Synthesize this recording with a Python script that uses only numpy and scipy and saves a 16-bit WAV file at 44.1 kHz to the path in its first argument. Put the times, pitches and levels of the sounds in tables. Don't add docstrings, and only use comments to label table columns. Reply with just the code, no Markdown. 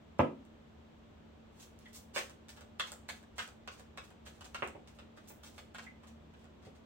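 import sys
import numpy as np
from scipy import signal
from scipy.fft import rfft, irfft
from scipy.io import wavfile

SR = 44100
rng = np.random.default_rng(int(sys.argv[2]) if len(sys.argv) > 2 else 0)


def bounce(signal):
    frames = np.transpose(np.atleast_2d(signal))
    limited = np.clip(frames, -1, 1)
    pcm = np.round(limited * 32767).astype(np.int16)
    wavfile.write(sys.argv[1], SR, pcm)


N = 302481
TIME_S = np.arange(N) / SR
FFT_SIZE = 8192
HZ = np.maximum(np.fft.rfftfreq(FFT_SIZE, 1 / SR), 1)

# (frequency [Hz], T60 [s])
ROOM_DECAY = [(80, 0.1), (250, 0.47), (600, 0.2367), (1500, 0.26), (3300, 0.253), (8000, 0.29),
              (15000, 0.3)]
# (frequency [Hz], level [dB])
FRICTION_SPECTRUM = [(200, -23), (700, -4), (2000, -4), (3400, 1), (4500, -1), (6500, 0.5), (8300, 0),
                     (9300, -6.5), (12000, -12), (15500, -6)]
# (time [s], clack [dB], ring [Hz], flutter [s], brush [dB], draw [dB], draw length [s], release [dB])
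OVERHAND_STROKES = [(2.161, -28.5, 2000, .014, -40.5, -64, .136, -47.5),
                    (2.491, -60, 1010, 0.0044, -51.5, -70, .081, -76),
                    (2.573, -53.5, 1490, 0.0098, -68, -70, 0.036, -47.5),
                    (2.797, -28, 3120, .004, -43.5, -58, .122, -34.5),
                    (3.089, -37.5, 1890, .005, -44, -72, 0.14, -58.5),
                    (3.382, -31.5, 1880, .015, -52, -60, .095, -46),
                    (3.676, -40, 1120, 0.0028, -56, -63, 0.12, -49.5),
                    (3.975, -40.5, 1390, 0.0038, -54, -69.5, 0.13, -56),
                    (4.264, -49, 3400, 0.0064, -49, -70, .145, -52),
                    (4.41, -50.5, 1100, 0.0029, -55, -55.5, 0.041, -50),
                    (4.546, -35.5, 1410, .005, -62, -63.5, .129, -42.5),
                    (4.988, -50, 1620, 0.0032, -60, -89, 0.035, -91),
                    (5.174, -53.5, 1470, 0.007, -64, -71, .128, -59),
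                    (5.58, -47.5, 3800, .004, -51.5, -75, .02, -78),
                    (5.747, -43.5, 1490, .005, -60, -63, 0.03, -60),
                    (5.784, -43, 1620, 0.0037, -72, -61, 0.057, -52),
                    (6.035, -58.5, 1300, 0.0047, -59.5, -66, 0.052, -76),
                    (6.338, -60.5, 2440, 0.0056, -74, -74.5, .105, -59.5)]


def from_db(db):
    return 10 ** (np.asarray(db) / 20)


def unit_energy(x):
    return x / np.sqrt(np.sum(x ** 2) + 1e-20)


def unit_rms(x):
    return x / np.sqrt(np.mean(x ** 2) + 1e-20)


def at_hz(points, hz):
    points_hz, values = np.transpose(points)
    return np.interp(np.log(np.maximum(hz, 1)), np.log(points_hz), values)


def band(low_hz=0, high_hz=SR, order=2):
    return ((1 + (low_hz / HZ) ** (2 * order)) * (1 + (HZ / high_hz) ** (2 * order))) ** -.5


def resonance_db(centre_hz, width_hz, lift_db):
    return lift_db / (1 + (2 * (HZ - centre_hz) / width_hz) ** 2)


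def pulse(gain):
    cepstrum = irfft(np.log(gain + 1e-7))
    cepstrum[1:FFT_SIZE // 2] *= 2
    cepstrum[FFT_SIZE // 2 + 1:] = 0
    return irfft(np.exp(rfft(cepstrum)))[:FFT_SIZE // 2]


def add(track, time_s, sound):
    start = max(round(time_s * SR), 0)
    track[start:start + len(sound)] += sound[:N - start]


def drift(rate_hz):
    hz = np.fft.rfftfreq(N, 1 / SR)
    return unit_rms(irfft(rfft(rng.standard_normal(N)) / (1 + (hz / rate_hz) ** 2), N))


def diffuse_noise(size):
    # (frequency [Hz], correlation [1])
    correlation = [(60, 0.97), (150, 0.82), (300, 0.14), (600, 0), (1200, 0), (15000, 0)]
    hz = np.fft.rfftfreq(size, 1 / SR)
    mid, side = rfft(rng.standard_normal((2, size)))
    alike = np.clip(at_hz(correlation, hz), -1, 1)
    return hz, np.sqrt(1 + alike) * mid + np.sqrt(1 - alike) * side * [[1], [-1]]


def air_rumble(rms_db=-58.86):
    # (frequency [Hz], relative density [dB])
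    air_spectrum = [(25, -24), (45, -15.5), (60, -6.5), (80, -4), (130, -12), (200, -10), (280, -10.5),
                    (550, -16), (1100, -22), (2000, -29), (3400, -30), (5000, -40.5), (7800, -43.5),
                    (9300, -56.5), (15500, -52)]
    hz, noise = diffuse_noise(N)
    return from_db(rms_db) * unit_rms(irfft(noise * from_db(at_hz(air_spectrum, hz)), N))


def appliance_hum(waver_db=2.0, wander_rad=0.5):
    # (frequency [Hz], rms level [dB])
    tones = [(75.4, -67.5), (158, -75.5), (225, -65), (479, -83.5), (597.5, -79)]
    out = np.zeros(N)
    for hz, db in tones:
        amplitude = np.sqrt(2) * from_db(db - waver_db * drift(rate_hz=4.7))
        out += amplitude * np.sin(2 * np.pi * hz * TIME_S + wander_rad * drift(rate_hz=6))
    return out


def standing_waves(x):
    # (frequency [Hz], gain [dB])
    modes = [(61, 4.5), (87, 17), (137, 9.5), (162, 6), (225, 6), (263, 8.5), (310, 1.5), (360, 5),
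             (413, 1), (499, 7), (553, 4)]
    out = np.zeros(N)
    for k, (hz, db) in enumerate(modes):
        radius = from_db(-60 / (at_hz(ROOM_DECAY, hz) * SR))
        numerator = (1 - radius ** 2) / 2 * np.array([1, 0, -1])
        denominator = [1, -2 * radius * np.cos(2 * np.pi * hz / SR), radius ** 2]
        out += (-1) ** k * from_db(db) * signal.lfilter(numerator, denominator, x + 1e-18)
    return out


def reverberation(x, build_s=0.00053, bass_db=-5, bass_hz=350):
    size = SR // 2
    time_s = np.arange(size) / SR
    hz, noise = diffuse_noise(size)
    noise *= from_db(bass_db / (1 + (hz / bass_hz) ** 4))
    centres_hz = np.geomspace(60, 16000, 9)
    tail = 0
    for centre_hz, weights in zip(centres_hz, np.eye(len(centres_hz))):
        band_noise = irfft(noise * at_hz(list(zip(centres_hz, weights)), hz), size)
        tail += band_noise * from_db(-60 * time_s / at_hz(ROOM_DECAY, centre_hz))
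    response = unit_energy(tail * (1 - np.exp(-time_s / build_s)))
    return signal.fftconvolve(x[None], response, axes=1)[:, :N]


def room(x, tail_db, early_db, left_db=-10.5, right_db=-5.5, sway_s=0.0003, sway_hz=.37):
    # (delay [s], relative level [dB])
    reflections = [(.0051, -3), (.0083, -2), (0.012, -0.5), (0.0189, -5)]
    direct = np.array([from_db(left_db) * np.roll(x, 4), from_db(right_db) * x])
    early = np.zeros((2, N))
    for delay_s, db in reflections:
        for channel in early:
            shift_s = sway_s * np.sin(2 * np.pi * (sway_hz * TIME_S + rng.random()))
            channel += from_db(db + early_db) * np.interp(TIME_S - delay_s - shift_s, TIME_S, x)
    blend_rad = 2 * np.pi * sway_hz * TIME_S
    tail = np.cos(blend_rad) * reverberation(x) + np.sin(blend_rad) * reverberation(x)
    return direct + early + from_db([[tail_db - 0.5], [tail_db]]) * tail


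def patter(strike, flutter_s, looseness, count):
    lateness, strength = rng.exponential(1, count), rng.standard_normal(count)
    delay_samples = np.clip(lateness * flutter_s * SR, 1, FFT_SIZE - 1).astype(int)
    hits = np.zeros(FFT_SIZE)
    hits[0] = 1
    np.add.at(hits, delay_samples, looseness * strength * np.exp(-lateness / 2))
    return unit_energy(signal.fftconvolve(hits, strike))


def edge_squeaks(upper_ratio=1.68):
    # (time [s], length [s], pitch [Hz], level [dB], upper mode re lower [dB])
    squeaks = [(1.855, 0.0089, 1855, -52, -7), (5.864, 0.011, 2094, -47, -29)]
    out = np.zeros(N)
    wander = .1 * drift(rate_hz=700)
    for time_s, length_s, hz, db, upper_db in squeaks:
        swell = np.sin(np.pi * np.clip((TIME_S - time_s) / length_s, 0, 1))
        phase = 2 * np.pi * hz * np.cumsum(1 + wander) / SR
        modes = np.sin(phase) + from_db(upper_db) * np.sin(upper_ratio * phase)
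        out += 2 * from_db(db) * swell * modes
    return out


def corner_flicks(gain_db=20, landing_re_clack_db=-7.5):
    # (time [s], level [dB])
    lone_flicks = [(0.451, -60), (1.79, -51.5)]
    stroke_flicks = []
    for time_s, clack_db, *_, draw_s, release_db in OVERHAND_STROKES:
        stroke_flicks += [(time_s, clack_db + landing_re_clack_db), (time_s + draw_s, release_db)]
    corner_db = resonance_db(centre_hz=8100, width_hz=900, lift_db=6)
    tick = pulse(from_db(at_hz(FRICTION_SPECTRUM, HZ) + corner_db) * band(low_hz=4200))
    out = np.zeros(N)
    for time_s, db in [*stroke_flicks, *lone_flicks]:
        flick = patter(tick, flutter_s=0.0019, looseness=0.85, count=6)
        add(out, time_s, from_db(db + gain_db) * flick)
    return out


def stroke_rubs(draw_delay_s=.02, tilt_db_per_octave=-2.5):
    for time_s, _, _, flutter_s, brush_db, draw_db, draw_s, _ in OVERHAND_STROKES:
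        yield time_s - 1.9 * flutter_s, 5.07 * flutter_s, brush_db, tilt_db_per_octave
        yield time_s + draw_delay_s, draw_s, draw_db, tilt_db_per_octave


def card_slides(gain_db=2, catches_per_s=5000, grain_db=6.0, pressure_db=4.0, pivot_hz=5000):
    # (time [s], length [s], level [dB], tilt [dB/octave])
    squaring_rubs = [(0.182, .04, -56.5, -4), (1.515, 0.2, -71, 0.5), (1.586, 0.055, -57.5, -0.5),
                     (1.768, 0.17, -69, -3), (1.925, 0.055, -44, 2), (4.862, 0.05, -63.5, -4.5),
                     (4.93, 0.062, -72, 1), (5.275, 0.039, -51.5, 6.5), (5.427, 0.062, -52.5, -1.5),
                     (5.506, 0.11, -66, -0.5), (6.613, 0.08, -64.5, -6), (6.747, 0.03, -61, -4.5)]
    sizes = from_db(grain_db * np.minimum(rng.exponential(1, N), 5)) * rng.choice([-1, 1], N)
    catches = sizes * (rng.random(N) < catches_per_s / SR)
    grains = unit_rms(catches * from_db(pressure_db * drift(rate_hz=86)))
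    out = np.zeros(N)
    for time_s, length_s, db, tilt_db_per_octave in [*stroke_rubs(), *squaring_rubs]:
        progress = np.linspace(0, 1, max(int(length_s * SR), 2))
        swell = np.abs(np.sin(np.pi * progress ** 0.77)) ** 1.38
        rub = swell * np.take(grains, int(time_s * SR) + np.arange(len(swell)), mode="wrap")
        colour_db = at_hz(FRICTION_SPECTRUM, HZ) + tilt_db_per_octave * np.log2(HZ / pivot_hz)
        response = unit_energy(pulse(from_db(colour_db) * band(low_hz=300)))
        add(out, time_s, from_db(db + gain_db) * signal.fftconvolve(rub, response))
    return out


def deck_knocks(gain_db=28, edge_db=-46):
    # (time [s], level [dB], thump low [Hz], thump high [Hz], clack re thump [dB], looseness [1])
    knocks = [(0.1933, -19.5, 170, 1080, -16, 0.19), (2.162, -40, 550, 596, -14, 0.044),
              (4.623, -31.5, 272, 1280, -0.5, .03), (4.749, -48, 228, 930, -13.5, 0.86),
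              (5.303, -53.5, 497, 1000, -8.5, 0.92), (6.665, -52.5, 200, 650, -20, 0.88)]
    # (centre [Hz], width [Hz], lift [dB])
    resonances = [(395, 110, 3.5), (539, 58, 3), (870, 270, -2.5), (1300, 280, 3.5), (2500, 770, 0)]
    body = from_db(sum(resonance_db(*row) for row in resonances))
    clack = unit_energy(body * band(low_hz=1100) * band(high_hz=2900, order=9))
    edge = from_db(edge_db) * unit_energy(band(low_hz=2600, high_hz=6100, order=3))
    out = np.zeros(N)
    for time_s, db, low_hz, high_hz, clack_db, looseness in knocks:
        thump = unit_energy(body * band(low_hz) * band(high_hz=high_hz, order=7))
        power = thump ** 2 + (from_db(clack_db) * clack) ** 2 + edge ** 2
        blow = pulse(np.sqrt(len(HZ) * power))
        knock = patter(blow, flutter_s=.004, looseness=looseness, count=12)
        add(out, time_s, from_db(db + gain_db) * knock)
    return out


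def landings(medium_db=-39.5, tap_hz=1390, tap_flutter_s=.0045):
    for time_s, clack_db, ring_hz, flutter_s, _, _, draw_s, release_db in OVERHAND_STROKES:
        thud_db = medium_db - 10 + 0.57 * (clack_db - medium_db)
        yield time_s, clack_db, thud_db, clack_db - 18.5, ring_hz, flutter_s
        tap_db = -52 + 0.47 * (release_db - medium_db)
        yield time_s + draw_s, tap_db, tap_db - 0.5, release_db - 15, tap_hz, tap_flutter_s


def packet_slaps(gain_db=25, loose_s=0.013):
    # (frequency [Hz], level [dB])
    packet_spectrum = [(150, -12), (350, -15), (520, -9), (850, -4.5), (1250, 0), (1650, 0.5), (2150, -6),
                       (3000, -1.5), (4400, -12), (6000, -13), (8300, -9), (9500, -33), (15500, -25)]
    out = np.zeros(N)
    for time_s, clack_db, thud_db, edge_db, ring_hz, flutter_s in landings():
        grip_db = resonance_db(ring_hz, width_hz=0.52 * ring_hz, lift_db=5)
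        colour = from_db(at_hz(packet_spectrum, HZ) + grip_db)
        thud = unit_energy(pulse(colour * band(low_hz=380, high_hz=718, order=5)))
        card = pulse(colour * band(low_hz=1050, high_hz=5650, order=5))
        edge = pulse(colour * band(low_hz=4500, order=5))
        clack = patter(card, flutter_s, looseness=flutter_s / loose_s, count=18)
        crackle = patter(edge, flutter_s, looseness=0.86, count=8)
        for db, part in [(thud_db, thud), (clack_db, clack), (edge_db, crackle)]:
            add(out, time_s, from_db(db + gain_db) * part)
    return out


def scene():
    cards = deck_knocks() + packet_slaps() + card_slides() + edge_squeaks()
    cards_in_room = room(cards, tail_db=1.5, early_db=-9) + standing_waves(cards)
    ticks_in_room = room(corner_flicks(), tail_db=-9.5, early_db=-15.5)
    return cards_in_room + ticks_in_room + air_rumble() + appliance_hum()


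def record(dry):
    cutoff_hz = 15900
    return signal.sosfilt(signal.ellip(12, .1, 80, cutoff_hz, fs=SR, output="sos"), dry)


dry = scene()
out = record(dry)
bounce(out)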